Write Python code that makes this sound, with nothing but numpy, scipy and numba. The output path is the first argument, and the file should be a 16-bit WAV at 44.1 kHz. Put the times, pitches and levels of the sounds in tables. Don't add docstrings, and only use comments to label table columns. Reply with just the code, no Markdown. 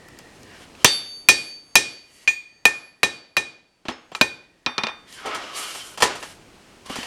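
import sys
import numpy as np
from scipy import signal
from scipy.fft import rfft, irfft
from scipy.io import wavfile
from scipy.ndimage import uniform_filter1d
from numba import njit

SR = 44100
rng = np.random.default_rng(int(sys.argv[2]) if len(sys.argv) > 2 else 0)


def elevation(decibels):
    levels = np.asarray(decibels, float)
    return 10 ** (levels / 20)


def inscribe(sig):
    pcm = np.round(np.clip(np.atleast_2d(sig).T, -1, 1) * 32767)
    wavfile.write(sys.argv[1], SR, pcm.astype(np.int16))


N = 311343


def colour(x, shape):
    hz, db = np.transpose(shape)
    f = np.fft.rfftfreq(len(x), 1 / SR) + 1
    gain = elevation(np.interp(np.log(f), np.log(hz), db))
    y = irfft(rfft(x) * gain, len(x))
    return y / np.std(y)


def band(x, lo_hz, hi_hz):
    return signal.sosfilt(signal.butter(2, [lo_hz, hi_hz], "band", fs=SR, output="sos"), x)


def fade(t, t60):
    return np.exp(-np.log(1000) * t / max(t60, .002))


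def add(out, s, x):
    i = int(s * SR)
    out[i:i + len(x)] += x[:N - i]


def walk(rate_hz):
    hold = int(SR / rate_hz)
    steps = np.repeat(rng.standard_normal(N // hold + 1), hold)
    return 1.2 * uniform_filter1d(uniform_filter1d(steps, hold), hold)[:N]


# (time [s], crack [dB], force [dB], anvil waist ring [dB], tool ring [dB])
BLOWS = [
    [(0.8455, 13, 7, -36, -21)],
    [(1.287, 11, 5.5, -15, -26), (1.755, 9, 4.5, -17.5, -35)],
    [(2.276, -11.5, -9.5, -19, -45)],
    [(2.6535, 6, -1.5, -18, -46)],
    [(3.0317, 3, -2, -25.5, -43), (3.3675, -1, -5, -24, -51), (4.2119, 6, -5, -22, -39)],
    [(4.6626, -6, -8, -34, -46), (4.7805, -6, -8.5, -33, -46), (4.8353, -8, -11, -36, -47),
     (4.8689, -13, -22, -42, -56), (4.8844, -30, -15, -45, -56)],
]
# (thud over crack [dB], brightness [dB], crack t60 [s],
# echo bass [dB], echo low-mid [dB], echo treble [dB])
BLOW_CONTACT = [(-5, 1.5, .014, -8, -12, -1.5), (-20, -3, .014, -1.5, -12, 3),
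                (-34, -40, .034, -9, -14, -6), (-12, -7, .016, 1, -1, 5), (-8, -11, .016, 2.5, -5, 0.5),
                (-4, -42, .016, -3, 8, -22)]
# (time [s], crack [dB], thud over crack [dB], brightness [dB], echo [dB])
KNOCKS = [(0.0851, -31, -26, -4, -42), (0.1886, -28.5, -26, -2, -33), (0.3512, -59, -12, -3, -41),
          (0.4314, -40, -7, 3.5, -45), (0.751, -36, -11, -27, -40), (3.8531, -30.5, 9.5, -28.5, -23.5),
          (3.8838, -13.5, 0.5, -22.5, -9), (4.1172, -47.5, 28, 1.5, -25), (4.1498, -12, -45, -27.5, -18),
          (5.126, -37.5, -38, 4.5, -49), (5.258, -32.5, -32, -6.5, -16), (5.3464, -27, -16.5, -14, -12.5),
          (5.7488, -23, -35.5, -5.5, -18), (5.9745, -33.5, -21, -5, -14.5), (6.0036, -24, -1.5, -5.5, -8),
          (6.0222, -6.5, -22, -21.5, 6), (6.1524, -43, -58, -18.5, -17.5), (6.2265, -26.5, -21, -6, -17),
          (6.8606, -33, -3, -16, -35.5), (6.898, -30, 15, -16, -29), (6.9565, -24.5, -0.5, -17, -12.5),
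          (6.989, -31, -16, -2.5, -24.5), (7.0301, -21.5, -14.5, -21, -19.5)]


def contacts():
    events = []
    for kind, contact in zip(BLOWS, BLOW_CONTACT):
        for s, crack_db, force_db, _, _ in kind:
            events.append((s, crack_db, *contact[:3], force_db, *contact[3:]))
    for s, crack_db, thud_db, bright_db, echo_db in KNOCKS:
        treble_db = -11 if thud_db > 0 else 2
        events.append((s, crack_db, thud_db, bright_db, 0.014, echo_db, 1, 0.5, treble_db))
    return events


# (frequency [Hz], level [dB per Hz])
CRACK_SPECTRUM = [(24, -55), (40, 8.5), (1530, 0.5), (2080, -6), (2540, 8), (3360, -8.5), (3910, 4.5),
                  (5870, -5), (8580, -20.5), (14600, -26), (17000, -43)]
# (frequency [Hz], level [dB])
WALL_COLOUR = [(35, -55), (60, -13), (666, -7.5), (1280, -10), (2470, -11.5), (8510, -19.5), (14900, -40),
               (16000, -73)]


def cracks(events):
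    direct, feed = np.zeros(N), np.zeros(N)
    t = np.arange(4096) / SR
    for s, db, thud_db, bright_db, t60, echo_db, bass_db, mid_db, treble_db in events:
        noise = colour(rng.standard_normal(len(t)), CRACK_SPECTRUM)
        middle = band(band(noise, 900, 6500), 400, 12000)
        middle *= fade(t * t / t60, t60) + 1.2 * fade(t, 0.0036)
        thud = band(band(noise, 130, 900) * fade(t, 2.5 * t60), 110, 1200)
        treble = band(noise, 6000, 17000) * fade(t * t / t60, .35 * t60)
        burst = middle + elevation(thud_db + 6) * thud + elevation(bright_db + 16) * treble
        add(direct, s, elevation(db - 9.5) * burst)
        tint = [(70, bass_db - 7), (200, bass_db), (350, bass_db), (1200, mid_db),
                (3200, 0), (8000, treble_db), (16000, 1.5 * treble_db)]
        impulse = np.arange(2048) == 256
        push = colour(colour(impulse, WALL_COLOUR), tint) / np.sqrt(2048)
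        add(feed, s - 256 / SR, elevation(echo_db + 10.0) * push)
    return direct, feed


# (face [dB], horn [dB], heel [dB], shoulder [dB])
ANVIL_SHARE = [(-22, -31, -23, -46), (-21, -22, -20, -28), (-17, -14, -35, -50), (-46, -12, -31, -55),
               (-25, -17, -15.5, -36), (-39, -30, -27, -36)]
# (cheek [dB], eye [dB], punch shank [dB], punch head [dB])
TOOL_SHARE = [(2.5, -15, -25, -27), (-18, -17, -20, -24), (-12, -40, 1, -18), (-8, -7, -10, -32),
              (-1, -19, -8, -40), (11.5, -18, -28, -28)]


def ring_levels():
    rows = []
    for kind, (face, horn, heel, shoulder), tools in zip(BLOWS, ANVIL_SHARE, TOOL_SHARE):
        for s, _, force_db, waist_db, tool_db in kind:
            rows.append([s, force_db + face, force_db + horn, waist_db, force_db + heel, tool_db,
                         *(tool_db + np.array(tools)), force_db + shoulder])
    return np.array(rows)


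# (frequency [Hz], ..)
PART_HZ = [
    [6105, 8245, 6713, 9885],
    [1809],
    [2455, 2490, 2444, 2530, 2735],
    [3903, 3915, 4975],
    [4570, 4657],
    [3597, 5880, 3391],
    [11160, 11148, 10240],
    [6874, 2401, 11530, 11990],
    [6480, 8689],
    [5560, 5110],
]
# (t60 [s], level [dB])
PART_RING = [
    [(.18, 0), (.32, -9), (.25, -21), (.15, -19)],
    [(.145, 1.5)],
    [(.085, 10), (.3, -9), (.45, -9), (.2, -11), (.2, -16)],
    [(.13, 0), (.35, -19), (.15, -14)],
    [(.9, 2), (.25, -8)],
    [(.5, 0), (.35, -15), (.3, -14)],
    [(.8, 4), (.65, -5), (.3, -7)],
    [(.2, 3), (.3, 16), (.35, -11), (.3, -9)],
    [(2.5, 0), (1.2, -3)],
    [(.28, 0), (.25, -4)],
]


def rings():
    out = np.zeros(N)
    levels = ring_levels()
    starts = levels[:, 0]
    for last, s, end, row in zip(np.append(0, starts), starts, np.append(starts[1:], N / SR), levels[:, 1:]):
        end = end if end - s > .2 else s + .4
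        t = np.arange(int(SR * min(end - s + .002, .9))) / SR
        bounce_db = -1.7 * (s - last < .2)
        ring = 0
        for modes_hz, modes, part_db in zip(PART_HZ, PART_RING, row):
            for hz, (t60, db) in zip(modes_hz, modes):
                detune, turn = rng.random(2)
                pitch_hz = hz * (1 + .0008 * (detune - .5))
                lifted = t60 > .6 and s < 4
                t60 = t60 if s < 4 else min(t60, .5)
                decay = fade(t * t / t60 if t60 < .1 else t, t60)
                if lifted:
                    waver_db = 3.5 * np.sin(2 * np.pi * (4.0 * t + turn))
                    decay = decay * (1 - np.exp(-t / .035)) * elevation(waver_db)
                ring = ring + elevation(part_db + db + bounce_db) * decay * np.sin(2 * np.pi * pitch_hz * t)
        soft_ends = np.minimum(1, np.minimum(t, t[::-1]) / .0005)
        add(out, s, ring * soft_ends)
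    return out


# (time [s], frequency [Hz], t60 [s], level [dB])
BODIES = [(0.926, 13100, .08, -52), (2.277, 2352, .045, -9), (2.277, 6874, .3, -32), (3.887, 253, .1, -25),
          (3.887, 340, .1, -29), (3.89, 6530, 1.5, -60), (3.91, 5250, .25, -46), (4.13, 7400, .3, -55),
          (4.149, 1324, .07, -29), (4.151, 2380, .1, -33), (4.212, 245, .05, -29), (4.212, 620, .04, -15),
          (4.212, 1550, .035, -7), (4.212, 1080, .03, -11), (4.664, 239, .15, -30), (4.782, 217, .3, -39),
          (4.837, 224, .15, -32), (4.782, 9130, .04, -48), (4.838, 9130, .05, -51), (5.258, 435, .3, -31),
          (5.258, 725, .12, -39), (5.55, 4600, .25, -37), (5.55, 5900, .15, -44), (6.027, 456, .16, -18),
          (6.023, 1000, .17, -17), (6.025, 1832, .056, -9.5), (6.901, 263, .08, -25),
          (6.987, 256, .03, -22)]


def bodies():
    out = np.zeros(N)
    t = np.arange(SR // 3) / SR
    for s, hz, t60, db in BODIES:
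        unsteadiness_rad = .03 if hz < 2000 or 5 < s < 6 else .005
        wobble = np.cumsum(rng.standard_normal(len(t))) * unsteadiness_rad
        add(out, s, elevation(db) * fade(t, t60) * np.sin(2 * np.pi * hz * t + wobble))
    return out


def grit(rough_db):
    return rng.standard_normal(N) * elevation(rough_db * rng.exponential(size=N) + 2 * walk(40))


@njit
def svf(x, hz, width):
    y, b, l = np.empty(len(x)), 0., 0.
    for i in range(len(x)):
        g, k = np.tan(np.pi * hz[i] / SR), width / hz[i]
        v = (b + g * (x[i] - l)) / (1 + g * (g + k))
        b, l, y[i] = 2 * v - b, l + 2 * g * v, k * v
    return y


# (time [s], pressure [dB], weight [dB], body resonance [Hz])
DRAGS = [
    [(0.4, -75, -20, 1400), (0.48, -58.5, 3, 1722), (0.63, -49.5, -4.5, 1448), (0.72, -79, 5, 1400),
     (0.825, -45, -5, 1321)],
    [(2.0, -74, -3, 1842), (2.14, -60.5, -10.5, 1950), (2.26, -55, -5.5, 1900)],
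    [(5.07, -56.5, -3, 1884), (5.14, -47, -8, 1750), (5.242, -46.5, 8.5, 1290), (5.258, -40.5, 19, 1280),
     (5.45, -45, 10.5, 1373), (5.53, -43.5, 5, 1165), (5.574, -33.5, -5.5, 1250), (5.744, -40, -8, 1400),
     (5.96, -50.5, -8.5, 1400)],
    [(6.1, -40.5, 24, 1480), (6.21, -54.5, -15, 1450), (6.23, -40.5, 8, 1680), (6.25, -48, -7, 1680),
     (6.322, -51.5, -7, 1673), (6.4, -77, -12, 1465)],
    [(6.85, -58, 2, 1100), (6.862, -42.5, -5, 1053), (6.886, -51, -1, 1080), (6.9, -36, 0, 1000),
     (6.978, -40, -1.5, 1780), (7.06, -40, -1.5, 1790)],
]
# (level over the pressure [dB], slope [dB per dB of weight])
DRAG_LAW = [(-8, .85), (1, .5), (-0.7, -.1), (-10.5, -1.15)]


def drags():
    t = np.arange(N) / SR
    rows = np.vstack(DRAGS)
    touching = sum((t >= d[0][0]) & (t <= d[-1][0]) for d in DRAGS)
    inside = uniform_filter1d(touching * 1., size=1600)
    press_db, weight_db, body_hz = (np.interp(t, rows[:, 0], c) for c in rows[:, 1:].T)
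    levels_db = [press_db + db + slope * weight_db for db, slope in DRAG_LAW]
    grit_hz = 3050 * (1 + .07 * walk(6.5))
    coarse, fine = grit(1.5), grit(0.6)
    rumble = band(grit(0.61), 290, 790)
    body = svf(svf(coarse, body_hz, 320.), body_hz, 320.) + elevation(-5.5) * band(coarse, 800, 2700)
    edge = band(fine, 2100, 5600) + elevation(4) * svf(fine, grit_hz, 350.)
    hiss = band(band(grit(1.9), 5500, 11000), 3000, 13500)
    layers = zip((rumble, body, edge, hiss), levels_db)
    mix = sum(elevation(db) * x / np.std(x) for x, db in layers)
    top = signal.butter(8, 14500, fs=SR, output="sos")
    return inside * signal.sosfilt(top, mix)


# (frequency [Hz], t60 [s])
ROOM_T60 = [(100, 0.55), (400, 0.57), (1500, 0.55), (4000, 0.53), (8000, 0.29), (15000, 0.14)]


def forge(x):
    t = np.arange(SR) / SR
    edges_hz = 60 * 2 ** np.arange(0, 8.3, .5)
    hz, t60 = np.transpose(ROOM_T60)
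    echo = np.zeros(len(t))
    for lo_hz, hi_hz in zip(edges_hz, edges_hz[1:]):
        band_t60 = np.interp(np.log(lo_hz), np.log(hz), t60)
        echo += band(rng.standard_normal(len(t)), lo_hz, hi_hz) * fade(t, band_t60)
    echo *= np.minimum(1, t / 0.00097) * (1 + elevation(13) * fade(t, 0.14))
    return signal.fftconvolve(x, echo / np.sqrt(np.sum(echo ** 2)))[:N]


def gain_db():
    t = np.arange(N) / SR
    rest_db, duck_db, recover_s = 3, 9.5, 0.9
    hard = [row[0] for kind in BLOWS[:-1] for row in kind]
    return rest_db - duck_db * sum((t > s) * np.exp(-np.abs(t - s) / recover_s) for s in hard)


# (frequency [Hz], level [dB per Hz])
HUM_SPECTRUM = [(12, -46.5), (20, -9), (222, -6), (285, -4.5), (1060, -15), (1860, -18.5), (2460, -17),
                (2750, -17.5), (3740, -22.5), (4060, -20.5), (9140, -28), (13900, -41.5), (16000, -43)]
# (time [s], length [s], level over the air [dB])
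WHISTLES = [(-.1, 0.44, -10), (.45, 0.17, -9), (2.15, 1, -11), (4.4, 0.99, -14.5)]


def hum():
    t = np.arange(N) / SR
    air = colour(rng.standard_normal(N), HUM_SPECTRUM)
    low = band(air, 15, 1000)
    air = low * elevation(1.2 * walk(6)) + (air - low) * elevation(0.71 * walk(4.4))
    whistle = band(rng.standard_normal(N), 1780, 1950) * elevation(23.5 + 2.0 * walk(2.2))
    swell = elevation(-28.5)
    for s, length_s, db in WHISTLES:
        nearest_end_s = np.minimum(t - s, s + length_s - t)
        swell = swell + elevation(db) * np.clip(nearest_end_s / 0.12 + .5, 0, 1)
    return (air + whistle * swell) * elevation(-51.5 + gain_db())


def scene():
    direct, feed = cracks(contacts())
    direct = band(direct, 110, 20000)
    ring, drag = rings() + bodies(), drags()
    room = forge(feed + elevation(-11) * ring + elevation(-7.5) * drag)
    return (direct + ring + drag + room + hum())[None]


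def band_limit(x):
    return signal.sosfilt(signal.butter(12, 17210, fs=SR, output="sos"), x)


def record(dry):
    mix = np.clip(dry, -1, 1)
    return band_limit(mix)


dry = scene()
out = record(dry)
inscribe(out)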